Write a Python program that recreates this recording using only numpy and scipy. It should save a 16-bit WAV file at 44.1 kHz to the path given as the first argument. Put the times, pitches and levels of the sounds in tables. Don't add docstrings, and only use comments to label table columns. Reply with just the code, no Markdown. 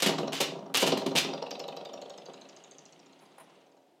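import sys
import numpy as np
from scipy import signal
from scipy.fft import rfft, irfft
from scipy.io import wavfile
from scipy.ndimage import uniform_filter1d

SR = 44100
rng = np.random.default_rng(int(sys.argv[2]) if len(sys.argv) > 2 else 0)


def transcribe(u):
    v = np.clip(np.atleast_2d(u).T, -1, 1)
    q = np.round(v * 32767).astype(np.int16)
    wavfile.write(sys.argv[1], SR, q)


N = 176400

# start_s, thud_db, ring_db, clack_db
KNOCKS = [(.023, -33, -33.5, -54), (.06, -25, -31, -31), (.325, -36.5, -41, -62.5), (.403, -32, -30, -40),
          (0.744, -43, -52, -48.5), (0.822, -37, -36, -26), (0.9196, -30.5, -34, -29.5),
          (1.0607, -27.5, -44.5, -36), (1.151, -27.5, -36, -62.5)]
# time_s, thud_db, ring_db, clack_db, chirp_db
FREE_DECAY = [(1.24, -30.5, -40, -38, -69), (1.34, -41, -35.5, -41.5, -84), (1.429, -46.5, -36, -42.5, -75),
              (1.509, -46, -40.5, -39, -50), (1.77, -51, -42, -45, -61.5), (2.1, -53, -46.5, -50, -56),
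              (2.42, -56, -54.5, -54.5, -60), (2.8, -61, -61.5, -60.5, -53), (3.0, -61.5, -65, -62, -66.5),
              (3.45, -61.5, -65.5, -71.5, -79), (3.78, -71.5, -64.5, -75.5, -78),
              (4.0, -85, -85, -101, -101)]
# time_s, period_s
FREE_PERIOD = [(1.242, .0895), (1.766, .0843), (2.098, .0804), (2.489, .0754), (2.854, .0697),
               (3.191, .0639), (3.555, .0556), (3.92, .048)]
FREE_START_S = 1.2415
BLOW_SAMPLES = SR // 100


def amp(db):
    return 10 ** (np.asarray(db) / 20)


def unit(x):
    return x / np.sqrt(np.sum(x ** 2) + 1e-20)


def clock(length_s):
    return np.arange(max(8, int(length_s * SR))) / SR


def decay(t, t60_s):
    return np.exp(-np.log(1000) * t / t60_s)


def add(out, start_s, x, db):
    i = max(0, int(start_s * SR))
    if i < N:
        out[i:i + len(x)] += (unit(x) * amp(db) * np.sqrt(BLOW_SAMPLES))[:N - i]


def through(x, response):
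    return signal.fftconvolve(x, response)[:len(x)]


def butter(order, hz, kind):
    return signal.butter(order, hz / (SR / 2), kind, output="sos")


def colour(points, size=4096):
    hz, db = np.array(points, float).T
    bins_hz = np.arange(size // 2 + 1) * SR / size + 1
    gain = amp(np.interp(np.log(bins_hz), np.log(hz), db))
    cepstrum = irfft(np.log(gain))
    cepstrum[1:size // 2] *= 2
    cepstrum[size // 2 + 1:] = 0
    return unit(irfft(np.exp(rfft(cepstrum))))


def burst(t60_s):
    t = clock(t60_s)
    return unit(rng.standard_normal(len(t)) * decay(t, t60_s))


def swell(rise_s, t60_s):
    t = clock(t60_s + 2 * rise_s)
    attack = 1 - np.exp(-(t / rise_s) ** 2)
    return unit(rng.standard_normal(len(t)) * attack * decay(t, t60_s))


def modes(table, detune):
    t = clock(.48)
    ring = np.zeros(len(t))
    for hz, db, t60_s in table:
        detuned_hz = hz * (1 + detune * rng.standard_normal())
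        ring += amp(db) * np.sin(2 * np.pi * (detuned_hz * t + rng.random())) * decay(t, t60_s)
    return unit(ring * np.minimum(t / .0057, 1))


def scrape(length_s, spread_db):
    n = len(clock(length_s))
    strength = np.repeat(amp(spread_db * rng.standard_normal(n // 32 + 1)), 32)[:n]
    return rng.standard_normal(n) * strength * signal.windows.tukey(n, .25)


def drift(rate_hz):
    k = int(SR / rate_hz)
    return 1.22 * uniform_filter1d(np.repeat(rng.standard_normal(N // k + 1), k), k)[:N]


def paw():
    # start_s, length_s, level_db, treble_db, clatter_hz
    swipes = [(0.0, 0.013, -33.5, -2.5, 3040), (.022, 0.012, -20, 2.5, 3020), (0.06, 0.017, -24, 0, 3100),
              (0.183, 0.0091, -38.5, -18, 3280), (0.32, 0.038, -35.5, -5.5, 3300),
              (0.351, 0.047, -42, -13.5, 3900), (0.402, 0.018, -23.5, 2.5, 3180),
              (0.745, 0.02, -26.5, -6, 2970), (0.77, .013, -23.5, 5.5, 3080),
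              (0.794, .044, -27.5, 9.5, 3000), (0.861, 0.024, -28, -1.5, 3280),
              (0.972, 0.0064, -33, -4, 4500), (1.066, 0.0036, -34.5, 3.5, 4180),
              (1.151, 0.026, -26, -4, 2720), (1.171, 0.021, -23, -3, 4060)]
    # start_s, level_db, treble_db
    snaps = [(0.7418, -31, 5), (0.7456, -29.5, -12), (0.7523, -26.5, -1.5), (0.7549, -26.5, -2),
             (0.7625, -29.5, 2), (0.772, -21, 8), (0.7758, -26.5, 2.5), (0.87, -36, -3),
             (1.064, -40.5, -0.5)]
    # pitch_hz, level_db, t60_s
    wire_modes = [(1355, -2.5, .14), (2370, 3, .12), (2775, 4, 0.13), (3000, 7.5, .13), (3110, 0, .12),
                  (3300, 0, .13), (3620, 3, .15), (4157, 3, .15), (4890, -1.5, .15)]
    # frequency_hz, gain_db
    rattle_spectrum = [(100, -9.5), (500, -0.5), (1500, -4), (2200, -1), (3100, 3.5), (4500, -2.5),
                       (7000, -6), (10500, -13.5), (13000, -12.5), (16000, -31.5)]
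    clicks, tails, sizzle, rings = np.zeros((4, N))

    def brighten(x, db):
        return x + (amp(db) - 1) * signal.sosfiltfilt(butter(2, 6170, "high"), x)
    for s, length_s, db, treble_db, clatter_hz in swipes:
        rake = scrape(length_s, spread_db=4)
        energy_db = db + 10 * np.log10(length_s * SR / BLOW_SAMPLES)
        add(clicks, s, brighten(rake, treble_db), energy_db)
        add(tails, s, swell(length_s / 2, t60_s=.24), energy_db - 1)
        add(sizzle, s, swell(length_s / 2, t60_s=.14), energy_db - 3.5)
        resonance = signal.iirpeak(clatter_hz, Q=2.9, fs=SR)
        add(rings, s, signal.lfilter(*resonance, swell(length_s / 2, t60_s=.17)), energy_db - 7.5)
        wire = modes(wire_modes, detune=.015)
        add(rings, s, signal.fftconvolve(rake, wire), energy_db - 12.5)
    for s, db, treble_db in snaps:
        add(clicks, s, brighten(burst(t60_s=.004), treble_db), db)
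    tails = signal.sosfilt(butter(3, 7900, "low"), tails)
    sizzle = signal.sosfilt(butter(2, 7000, "high"), sizzle)
    return amp(-3.5) * (through(clicks + tails + sizzle, colour(rattle_spectrum)) + rings)


def swings():
    # start_s, end_s, period_s, thud_db, ring_db, clack_db, fade_db_per_s
    stopped_twangs = [(0.086, .31, 0.094, -30.5, -30.5, -39, 19),
                      (0.442, .73, .072, -40.5, -39.5, -57, 22.5),
                      (.822, 1.13, .096, -27.5, -26, -39.5, 30)]
    back_db = np.array([0, -3.5, -5, -19])
    claps = []
    for start_s, end_s, period_s, thud_db, ring_db, clack_db, fade_db_per_s in stopped_twangs:
        first_db = np.array([thud_db, ring_db, clack_db, clack_db - 14])
        for k, s in enumerate(np.arange(start_s, end_s, period_s / 2)):
            is_back = k % 2
            levels_db = first_db - fade_db_per_s * (s - start_s)
            claps.append((s, is_back, *(levels_db + is_back * back_db)))
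    times_s, *curves_db = np.array(FREE_DECAY).T
    cycle_s = FREE_START_S
    while cycle_s < N / SR:
        period_s = np.interp(cycle_s, *np.array(FREE_PERIOD).T)
        for is_back, s in enumerate((cycle_s, cycle_s + .47 * period_s)):
            levels_db = np.array([np.interp(s, times_s, curve) for curve in curves_db])
            claps.append((s, is_back, *(levels_db + is_back * back_db)))
        cycle_s += period_s
    return claps


def board(claps):
    # pitch_hz, level_db, t60_s
    thud_modes = [(130, -16.5, 0.28), (166, 0, 0.31), (194.4, -1.5, .3), (226.9, 2, .25),
                  (271.3, -0.5, 0.29), (322.3, -6.5, 0.17), (351.4, 0.5, .4), (395.8, 2.5, 0.28)]
    # pitch_hz, level_db, t60_s
    ring_modes = [(472.8, 0.5, .31), (503, 0.5, 0.16), (568, -1.5, 0.17), (624.6, -1.5, 0.18),
                  (674, -7, 0.18), (738, -1.5, 0.074), (816, -10, 0.086), (946, -2.5, 0.22),
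                  (1019, -14, 0.13), (1184, 0.5, 0.061)]
    # frequency_hz, gain_db
    thud_spectrum = [(40, -54.5), (85, -47), (115, -12), (160, -0.5), (230, -0.5), (370, 0.5), (520, -8),
                     (1000, -10.5), (3000, -57)]
    # frequency_hz, gain_db
    ring_spectrum = [(100, -31.5), (330, -16.5), (520, 6), (800, 0.5), (1050, -10), (1210, -6.5),
                     (1400, -15.5), (1600, -18), (4000, -49.5)]
    # start_s, level_db
    bumps = [(2.285, -44), (3.382, -59.5)]
    detune = .013
    round_trip_s, echo_db = .014, -6.5
    out, low, hollow = np.zeros(N), colour(thud_spectrum), colour(ring_spectrum)

    def strike(s, thud_db, ring_db, thud, ring):
        add(out, s, signal.fftconvolve(thud, low), thud_db)
        add(out, s, modes(thud_modes, detune), thud_db - 1.5)
        add(out, s, modes(ring_modes, detune), ring_db - 3)
        ring = signal.fftconvolve(ring, hollow)
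        for k in range(3):
            add(out, s + k * round_trip_s, ring, ring_db + k * echo_db)
    for s, thud_db, ring_db, _ in KNOCKS:
        strike(s, thud_db, ring_db, thud=burst(.08), ring=swell(.008, .049))
    for s, db in bumps:
        strike(s, db - 6, db, thud=burst(.08), ring=burst(.08))
    for s, _, thud_db, ring_db, _, _ in claps:
        scatter_db = -1.4 * rng.standard_normal()
        strike(s, thud_db + scatter_db, ring_db + scatter_db,
               thud=swell(.0056, .22), ring=swell(.0047, .049))
    return out


def coils(claps):
    # frequency_hz, gain_db
    clack_spectrum = [(300, -17), (1200, 1.5), (1600, -3.5), (3000, 6.5), (4700, 1.5), (6800, -12.5),
                      (8500, -18), (11000, -33.5), (15000, -50)]
    # frequency_hz, gain_db
    buzz_spectrum = [(200, -10), (900, 7), (1600, 0.5), (3200, 2), (6000, -13), (9000, -13), (15000, -40.5)]
    # time_s, level_db
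    buzz_envelope = [(0, -98), (.7, -70.5), (1.3, -71), (1.8, -68), (2.4, -63.5), (3.0, -68), (3.55, -66),
                     (3.799, -80), (4.0, -66)]
    rise_s, contact_lag_s = .00095, .0071
    zing_start_s, zing_fade_db_per_s = 1.49, 28
    clacks, out = np.zeros((2, N))
    for s, is_back, _, _, clack_db, chirp_db in claps:
        add(clacks, s, swell(rise_s, t60_s=.042), clack_db - 8)
        add(clacks, s + contact_lag_s - .002, swell(rise_s, t60_s=.042), clack_db - 6)
        add(out, s, clink(hz=3190 if is_back else 4592), clack_db - 1.5)
        lead_s = s - .00172
        add(out, lead_s, chirp(hz=6400), chirp_db)
        add(out, lead_s + contact_lag_s, chirp(hz=6700), chirp_db - 4.5)
        add(out, lead_s - .001, chirp(hz=7570), chirp_db - 7)
        if s > zing_start_s and not is_back:
            add(out, lead_s, zing(), -58.5 - zing_fade_db_per_s * (s - zing_start_s))
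    for s, _, _, clack_db in KNOCKS:
        add(clacks, s, swell(rise_s, t60_s=.08), clack_db)
    buzz = through(scrape(N / SR + .088, spread_db=1)[:N], colour(buzz_spectrum))
    buzz *= amp(np.interp(np.arange(N) / SR, *np.array(buzz_envelope).T)) / buzz.std()
    return out + through(clacks, colour(clack_spectrum)) + buzz


def chirp(hz, width_s=.00086, fall_hz_per_s=260000):
    t = clock(8 * width_s) - 4 * width_s
    hz = hz * (1 + .038 * rng.standard_normal())
    sweep = np.exp(-.5 * (t / width_s) ** 2) * np.sin(2 * np.pi * (hz - fall_hz_per_s * t / 2) * t)
    chatter = .8 * burst(t60_s=.012)
    chatter[0] += 1
    return signal.fftconvolve(sweep, chatter)


def clink(hz, rise_s=.0014, spread=.24):
    t = clock(.028) - .007
    envelope = np.where(t < 0, np.exp(-.5 * (t / rise_s) ** 2), decay(t, t60_s=.018))
    return envelope * sum(np.sin(2 * np.pi * (hz * np.exp(spread * np.tanh(offset)) * t + phase))
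                          for offset, phase in rng.standard_normal((4, 2)))


def twang():
    # pitch_hz, level_db
    bending_modes = [(398, -12), (441, -7.5), (473, -6.5), (511, -6.5), (560, -1), (592, -1.5), (630, -4.5),
                     (666, -8), (733, -1), (802, -9)]
    sag_per_s = .008
    waver_hz, flicker_db, throb_depth = 2.465, 1.5, .64
    t, out = np.arange(N) / SR, np.zeros(N)
    cycles = np.cumsum((t > FREE_START_S) / np.interp(t, *np.array(FREE_PERIOD).T)) / SR
    for hz, db in bending_modes:
        pitch_hz = hz * (1 - sag_per_s * (t - 1.8)) + waver_hz * drift(14)
        phase = np.cumsum(pitch_hz) / SR + rng.random()
        throb = 1 + throb_depth * np.cos(2 * np.pi * (2 * cycles - .3 - .55 * rng.random()))
        out += amp(db + flicker_db * drift(6.7)) * throb * np.sin(2 * np.pi * phase)
    onset = np.clip((t - FREE_START_S) / .35, 0, 1)
    times_s, _, ring_db, _, _ = np.array(FREE_DECAY).T
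    return out / out.std() * onset * amp(np.interp(t, times_s, ring_db) - 6)


def zing(hz=12900):
    resonance = signal.iirpeak(hz, Q=11, fs=SR)
    slide = swell(rise_s=.0016, t60_s=.026)
    return signal.lfilter(*resonance, signal.lfilter(*resonance, slide))


def fur():
    # start_s, rise_s, t60_s, level_db
    brushes = [(3.189, .03, 0.23, -56), (3.38, 0.0018, 0.06, -51.5), (3.395, 0.0057, 0.11, -48.5)]
    # frequency_hz, gain_db
    fur_spectrum = [(300, -1), (900, 15.5), (1400, 1), (2300, 2.5), (5000, -20), (8500, -10), (10400, 2),
                    (12300, -19), (14000, -10), (16000, -24)]
    out = np.zeros(N)
    for s, rise_s, t60_s, db in brushes:
        add(out, s, swell(rise_s, t60_s), db)
    return through(out, colour(fur_spectrum))


def room(crossover_hz=6000, gap_s=.006):
    tail = signal.sosfilt(butter(3, crossover_hz, "low"), burst(t60_s=.38))
    treble = signal.sosfilt(butter(3, crossover_hz, "high"), burst(t60_s=.19))
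    tail[:len(treble)] += amp(-5) * treble
    return np.pad(tail, (int(gap_s * SR), 0))


def scene():
    # frequency_hz, gain_db
    air_spectrum = [(30, -35.5), (80, -11), (160, -10), (320, 6), (500, -0.5), (750, 3.5), (1100, -14.5),
                    (3200, -16.5), (16000, -32)]
    claps = swings()
    direct = paw() + fur() + board(claps) + coils(claps) + twang()
    air = amp(-66) * through(rng.standard_normal(N), colour(air_spectrum))
    return (direct + amp(-6.5) * through(direct, room()) + air)[None]


def record(dry):
    x = signal.sosfilt(butter(4, 105, "high"), dry)
    return signal.sosfilt(signal.ellip(8, .2, 70, 16200, fs=SR, output="sos"), x)


dry = scene()
out = record(dry)
transcribe(out)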